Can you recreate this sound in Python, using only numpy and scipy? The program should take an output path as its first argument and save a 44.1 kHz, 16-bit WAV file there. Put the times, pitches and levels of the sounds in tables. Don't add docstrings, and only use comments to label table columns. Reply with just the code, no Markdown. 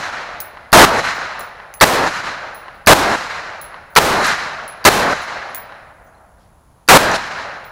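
import sys
import numpy as np
from scipy import signal
from scipy.io import wavfile
from scipy.ndimage import uniform_filter1d

SR = 44100
rng = np.random.default_rng(int(sys.argv[2]) if len(sys.argv) > 2 else 0)


def amplitude_ratio(level_db):
    exponent = np.asarray(level_db, float) / 20
    return 10 ** exponent


def master(y):
    cut = np.clip(np.atleast_2d(y).T, -1, 1)
    pcm = np.round(cut * 32767)
    wavfile.write(sys.argv[1], SR, pcm.astype(np.int16))


N = 340126

# blast t/s, limiter wakes t/s
BLASTS = [(.7282, .8514), (1.8104, 1.8437), (2.8707, 2.9361), (3.9615, 3.9889), (4.8508, 4.8906),
          (6.8867, 6.9754)]
# blast level/dB, hammer level/dB, stretch of the near paths/1
SHOTS = [
    (-1.5, -16, 0.94),
    (1, -15, 0.92),
    (-2, -13, 0.99),
    (-1, -14, 1.02),
    (-1, -13, 0.981),
    (2.5, -16.5, 0.89),
]
# f/Hz, level/dB
PORT = [(2900, -1), (3300, -2.5), (3650, 0), (4100, 6.5), (4500, 1.5), (5100, 2), (7200, -1.5), (8200, -4),
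        (12000, 3), (12900, -10.5), (16000, -18.5)]
# level/dB, walls/dB, treble/dB
AIM = [
    (-0.5, -2.5, -0.7),
    (.5, -2, -0.5),
    (0, 0, -0.15),
    (.5, 0, 0.1),
    (1, -7, .3),
    (0, -2.5, -0.9),
    (0, -.5, -1),
]
FAR_STRETCH = [1, 1, 1, 1, 1, 1, .98]
FAR_SHOTS = [-0.3] + [blast for blast, _ in BLASTS]


def evened(x):
    return x / np.sqrt(np.mean(x ** 2) + 1e-20)


def smoothed(x, size, axis=-1):
    return uniform_filter1d(uniform_filter1d(x, size=size, axis=axis), size=size, axis=axis)


def read(points, hz):
    f, value = np.transpose(points)
    return np.interp(np.log(hz + 1), np.log(f + 1), value)


def add(mix, s, sound):
    part = mix[round(s * SR):][:len(sound)]
    part += sound[:len(part)]


def hiss(colour_db, length, patchy_db, size=512):
    hop = size // 4
    frames = length // hop + 5
    hz = np.fft.rfftfreq(size, 1 / SR)[:, None]
    real, imaginary, patches = rng.standard_normal((frames, len(hz), 3)).T
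    patches = uniform_filter1d(uniform_filter1d(patches, size=8, axis=0), size=8, axis=1)
    patches = evened(patches)
    gain = amplitude_ratio(colour_db(hz, np.arange(frames) * hop / SR)) * np.ones(real.shape)
    gain = gain / np.sqrt((gain ** 2).mean(0)) * amplitude_ratio(patchy_db * patches)
    spectrum = (real + 1j * imaginary) * gain
    return evened(signal.istft(spectrum, nperseg=size, noverlap=size - hop)[1][:length])


def ring(modes, length, rise=.0001):
    t = np.arange(length) / SR
    sines = sum(amplitude_ratio(db - 60 * t / t60) * np.sin(2 * np.pi * hz * t) for hz, db, t60 in modes)
    return (1 - np.exp(-t / rise)) * sines


def blasts():
    # delay t/s, level/dB
    near = [(0, -6), (.002, 12), (.08, 16), (.16, 5), (.225, -7), (.25, -9), (.265, -13.5), (.276, -18),
            (.289, -14)]
    # f/Hz, density/dB per Hz
    near_colour = [(18, -47.5), (30, -24), (70, -15), (345, -5.5), (866, -2), (1670, -5.5), (3000, -22),
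                   (6900, -32.5), (16000, -53)]
    boom_share = [(500, 1), (1700, 0)]  # f/Hz, share/1

    def colour(hz, age):
        dulling_db = 48 * (age - .24) * hz / 8000
        late_db = -16 * np.maximum(1 - age / 0.031, 0)
        boom_db = 5.5 - 25.5 * age + late_db
        return read(near_colour, hz) + read(PORT, hz) - dulling_db + read(boom_share, hz) * boom_db

    out, t = np.zeros(N), np.arange(16000) / SR
    for (s, _), (blast_db, _, stretch) in zip(BLASTS, SHOTS):
        past = np.maximum(t / stretch - near[-1][0], 0)
        level_db = blast_db + np.interp(t / stretch, *np.transpose(near))
        level_db = level_db - 14 * np.minimum(past / 0.0022, 1) - 320 * past
        shock = 1.4 * (1 - t / 0.00013) * np.exp(-t / 0.00033) * np.minimum(t / .0004, 1)
        add(out, s, shock + hiss(colour, len(t), patchy_db=0.0) * amplitude_ratio(level_db))
    return out


def hammer_clicks():
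    # f/Hz, level/dB, decay t60/s
    hammer = [(1740, -8, .025), (2664, -14.5, 0.015), (4630, 0, 0.0096), (5690, -15, 0.0092),
              (8720, -16, 0.0037), (11480, -3, 0.0033), (14600, -9.5, 0.00406)]
    out = np.zeros(N)
    for (s, _), (_, hammer_db, _) in zip(BLASTS, SHOTS):
        rattle = rng.standard_normal(size=500) * amplitude_ratio(-60 * np.arange(500) / SR / 0.014)
        click = np.convolve(ring(hammer, 900), rattle)
        add(out, s - .0084, amplitude_ratio(hammer_db) * click / abs(click).max())
    return out


def far_echoes():
    # delay t/s, hold t/s, level/dB, fall/dB per s, low middle/dB
    belts = [
        (.2, .07, -17, 304.5, -1.5),
        (.3, .09, -25.5, 153.5, -10),
        (0.43, 0.083, -26, 71.5, -8),
        (0.57, 0.12, -31.5, 122.5, -4.5),
        (0.726, 0.18, -38.5, 38, -5),
        (1.05, 0.31, -50.5, 26, 6.5),
    ]
    # t/s, hold t/s, level/dB, fall/dB per s, low middle/dB
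    strikes = [(.035, 0.041, -30.5, 150, -8), (1.046, 0.064, -19.5, 198, -15.5),
               (1.19, .12, -30.5, 64.5, -14), (1.36, .05, -34, 152, -10.5), (2.142, 0.037, -25, 200, -22.5),
               (2.258, 0.015, -23.5, 200, -14), (4.245, 0.043, -8.5, 220, -15.5),
               (4.37, 0.037, -25, 92, -16.5), (7.208, 0.016, -36.5, 150, -14.5),
               (7.39, .04, -31.5, 119, -10)]
    # f/Hz, density/dB per Hz
    far_colour = [(18, -49.5), (30, -7.5), (110, -11.5), (250, -11), (400, -13.5), (650, -4.5),
                  (1100, -1.5), (1500, 0), (1900, -3.5), (2400, -9.5), (4000, -19), (7000, -25.5),
                  (12000, -47.5), (16000, -53.5)]
    # f/Hz, share/1
    share_treble = [(1300, 0), (2400, 0.3), (5000, 1), (12000, 3.3), (16000, 6.0)]
    share_bass = [(60, 0.56), (250, 1), (450, 0.219)]
    share_low = [(300, 0.076), (640, 1), (1000, 0.0018), (1500, 0)]

    rows = []
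    for shot, (aim_db, _, _), stretch in zip(FAR_SHOTS, AIM, FAR_STRETCH):
        rows += [(shot + delay * stretch, hold, db + aim_db, *rest) for delay, hold, db, *rest in belts]
    start, hold, db, fall_db, low = np.transpose([*rows, *strikes])[..., None]
    s = np.arange(0, N / SR, 1 / 1000)
    rising_db = 897.5 * np.maximum(start - s, 0)
    falling_db = fall_db * np.maximum(s - start - hold, 0)
    power = amplitude_ratio(2 * (db - rising_db - falling_db)) + 1e-12
    low_db = (power * low).sum(0) / power.sum(0)

    last = np.searchsorted(FAR_SHOTS, s) - 1
    age = s - np.array(FAR_SHOTS)[last]
    air_s, forest_s = 1.45, 0.98
    treble_db = 8 + np.array(AIM)[last, 2] - 15 * np.minimum(age, air_s)
    treble_db = treble_db - 29 * np.clip(age - forest_s, 0, air_s - forest_s)
    bass_db = 7.5 - 25 * np.minimum(age, 0.61) + 0.5 * (low_db + 10.5)

    def colour(hz, t):
        treble = read(share_treble, hz) * np.interp(t, s, treble_db)
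        bass = read(share_bass, hz) * np.interp(t, s, bass_db)
        low_middle = read(share_low, hz) * (np.interp(t, s, low_db) + 10.5)
        return read(far_colour, hz) + read(PORT, hz) + treble + bass + low_middle

    trunks = evened(uniform_filter1d(rng.standard_normal(3000), size=20))
    level_db = 10 * np.log10(power.sum(0)) + 0.34 * trunks[(age * 1000).astype(int)]
    grain = evened(uniform_filter1d(rng.standard_normal(N), size=150))
    level_db = np.interp(np.arange(N) / SR, s, level_db) + 0.48 * grain
    return hiss(colour, N, patchy_db=0.78) * amplitude_ratio(level_db)


def wall_claps():
    # delay t/s, peak level/dB
    walls = [
        (.314, -24),
        (.438, -16),
        (.848, -27),
        (.8712, -12.5),
        (1.466, -39),
        (1.608, -41),
    ]
    clap_modes = [(1020, -5, 0.009), (1880, -6, 0.006), (2700, -12, .005), (4080, -20, .006)]
    clap = ring(clap_modes, 900, rise=0.0004)
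    out = np.zeros(N)
    for shot, (_, wall_db, _), stretch in zip(FAR_SHOTS, AIM, FAR_STRETCH):
        for delay, db in walls:
            arrival = shot + delay * stretch
            add(out, arrival + 0.00069, -amplitude_ratio(db + wall_db + 1.5) * clap)
            add(out, arrival + .005, amplitude_ratio(db + wall_db - 2.5) * clap)
    return out


def brass_cases():
    # t/s, lower ring level/dB, lower ring f/Hz, upper ring level/dB, tick level/dB
    landings = [(0.4032, -42, 10650, -26.5, -16.5), (.4565, -60, 10750, -43.5, -43),
                (.9, -49, 11550, -42.5, -46), (1.1485, -58, 10400, -56, -50),
                (1.3943, -39.5, 10670, -37, -30), (1.7404, -38.5, 10720, -41.5, -44),
                (2.5472, -45, 10680, -45, -39), (2.7453, -68, 10800, -63.5, -58),
                (3.6143, -38.5, 10800, -37.5, -31), (3.903, -66, 10750, -58, -56),
                (3.937, -66, 10750, -66, -50), (4.6793, -35, 10700, -47.5, -36),
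                (5.219, -49.5, 10800, -59, -48), (5.492, -61, 10790, -75, -60),
                (5.5476, -38, 10700, -28, -18), (5.557, -48, 10700, -30, -40), (6.04, -81, 10750, -66, -75),
                (7.6502, -61, 10800, -50.5, -62)]
    # f/Hz, level/dB, decay t60/s
    tick = [(4600, -5, .003), (6500, -2, .003), (8800, 1, .003), (11300, 2, .004)]
    out, length = np.zeros(N), 14000
    fresh = np.exp(-np.arange(length) / SR / .012)
    for s, low_db, low_hz, high_db, tick_db in landings:
        high_hz = 15080 + rng.uniform(-130, 130)
        # f/Hz, level/dB, decay t60/s, spread of the cluster f/Hz
        for hz, db, t60, split_hz in [(low_hz, low_db, 0.29, 110), (high_hz, high_db, .2, 130)]:
            below, above = rng.uniform(.6, 1.57, 2) * split_hz
            cluster = ring([(hz, db, t60), (hz - below, db - 5, .8 * t60), (hz + above, db - 5, 0.8 * t60),
                            (hz + 2.3 * above, db - 8, .5 * t60)], length)
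            tumble = evened(smoothed(rng.standard_normal(length), 140))
            add(out, s, cluster * amplitude_ratio(4 * tumble * (1 - fresh) + 4 * fresh))
        add(out, s, amplitude_ratio(tick_db) * ring(tick, 200, rise=.00003))
    return out


def metal_ticks():
    # t/s, peak level/dB, centre f/Hz
    ticks = [(.418, -18, 9720), (.4055, -22, 5200), (1.4073, -21, 7270), (1.7396, -23.5, 2300),
             (1.739, -22, 6264), (3.6165, -34, 7100), (3.627, -36, 6500), (4.2673, -4, 11100),
             (5.558, -24, 7000), (5.5616, -20, 10050), (7.1155, -1, 6000)]
    out = np.zeros(N)
    for s, db, hz in ticks:
        modes = [(hz, 0, .005), (.8 * hz, -5, .004), (1.1 * hz, -6, .004)]
        add(out, s, amplitude_ratio(db) * ring(modes, 400, rise=.0003))
    return out


def under_roof(sound):
    t = np.arange(3000) / SR
    sparse = rng.standard_normal(len(t)) * (rng.random(len(t)) < .05) * (t > .002)
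    roof = amplitude_ratio(-17.5 - 60 * t / 0.11) * sparse
    return sound + signal.oaconvolve(sound, roof)[:N]


def rustles():
    # t/s, length t/s, level/dB
    bursts = [
        (6.36, 0.13, -66),
        (7.135, 0.039, -22.5),
        (7.637, 0.018, -47),
    ]
    # f/Hz, density/dB per Hz
    rustle_colour = [(1200, -20), (2500, 0), (4200, 4), (7000, -8), (12000, -19), (15000, -32)]
    out = np.zeros(N)
    for s, length, db in bursts:
        count = round(length * SR)
        rustle = hiss(lambda hz, t: read(rustle_colour, hz), count, patchy_db=2.5)
        add(out, s, amplitude_ratio(db) * rustle * np.sqrt(np.hanning(count)))
    return out


def birds():
    # t/s, length t/s, start f/Hz, end f/Hz, level/dB
    chirps = [
        (6.056, 0.033, 6050, 6000, -64),
        (6.061, .03, 6400, 7200, -67),
        (6.075, 0.0302, 6200, 7000, -64),
        (6.142, .018, 3900, 4250, -58),
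        (6.165, 0.027, 4150, 4170, -66),
    ]
    out = np.zeros(N)
    for s, length, start_hz, end_hz, db in chirps:
        glide = np.linspace(start_hz, end_hz, round(length * SR))
        hoarse = evened(uniform_filter1d(rng.standard_normal(3000), size=80))
        glide = glide + 55 * hoarse[:len(glide)]
        add(out, s, amplitude_ratio(db) * np.sin(2 * np.pi * np.cumsum(glide) / SR) * np.hanning(len(glide)))
    return out


def camera_whine():
    # f/Hz, level/dB
    whine = [(9905, -87), (9981, -76.5), (10018, -87), (10056, -79), (10137, -92)]
    t = np.arange(N) / SR
    return sum(np.sqrt(2) * amplitude_ratio(db + 4.0) * np.sin(2 * np.pi * (hz * t + rng.random())) for hz, db in whine)


def far_hum():
    # f/Hz, density/dB per Hz
    hum = [(15, -24), (30, 3), (97, -2.5), (160, -5.5), (250, -12), (420, -17), (650, -17.5), (950, -12),
           (1750, -26), (2600, -31.5), (5800, -35.5), (6600, -33), (8500, -37.5), (16000, -38.5)]
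    return amplitude_ratio(-51) * hiss(lambda hz, t: read(hum, hz), N, patchy_db=0.8, size=2048)


def scene():
    rifle = blasts() + hammer_clicks()
    landscape = far_echoes() + wall_claps()
    brass = under_roof(brass_cases() + metal_ticks())
    background = rustles() + birds() + camera_whine() + far_hum()
    return (rifle + landscape + brass + background)[None]


def roll_off(x):
    return signal.sosfilt(signal.butter(12, 16400, fs=SR, output="sos"), x)


def record(dry):
    ceiling, held_db = 0.71, -14.5
    clipped = np.clip(dry[0], -ceiling, ceiling)
    sagging = signal.lfilter(*signal.butter(1, 14 / SR * 2, "high"), clipped)
    power_db = 10 * np.log10(abs(uniform_filter1d(sagging ** 2, size=1800)) + 1e-12)
    cut_db = np.maximum(power_db - held_db, 0)
    for blast, wake in BLASTS:
        cut_db[round((blast - .03) * SR):round(wake * SR)] = 0
    limited = sagging * amplitude_ratio(-cut_db)
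    band_edge = signal.firwin(255, 15850, window=("kaiser", 7), fs=SR)
    dulled = signal.oaconvolve(limited, band_edge, "same")
    sudden = np.zeros(N)
    for blast, _ in BLASTS:
        add(sudden, blast - .004, np.hanning(400))
    mix = dulled + amplitude_ratio(-17.5) * sudden * (limited - dulled)
    return roll_off(np.clip(mix, -.94, .94)[None])


dry = scene()
out = record(dry)
master(out)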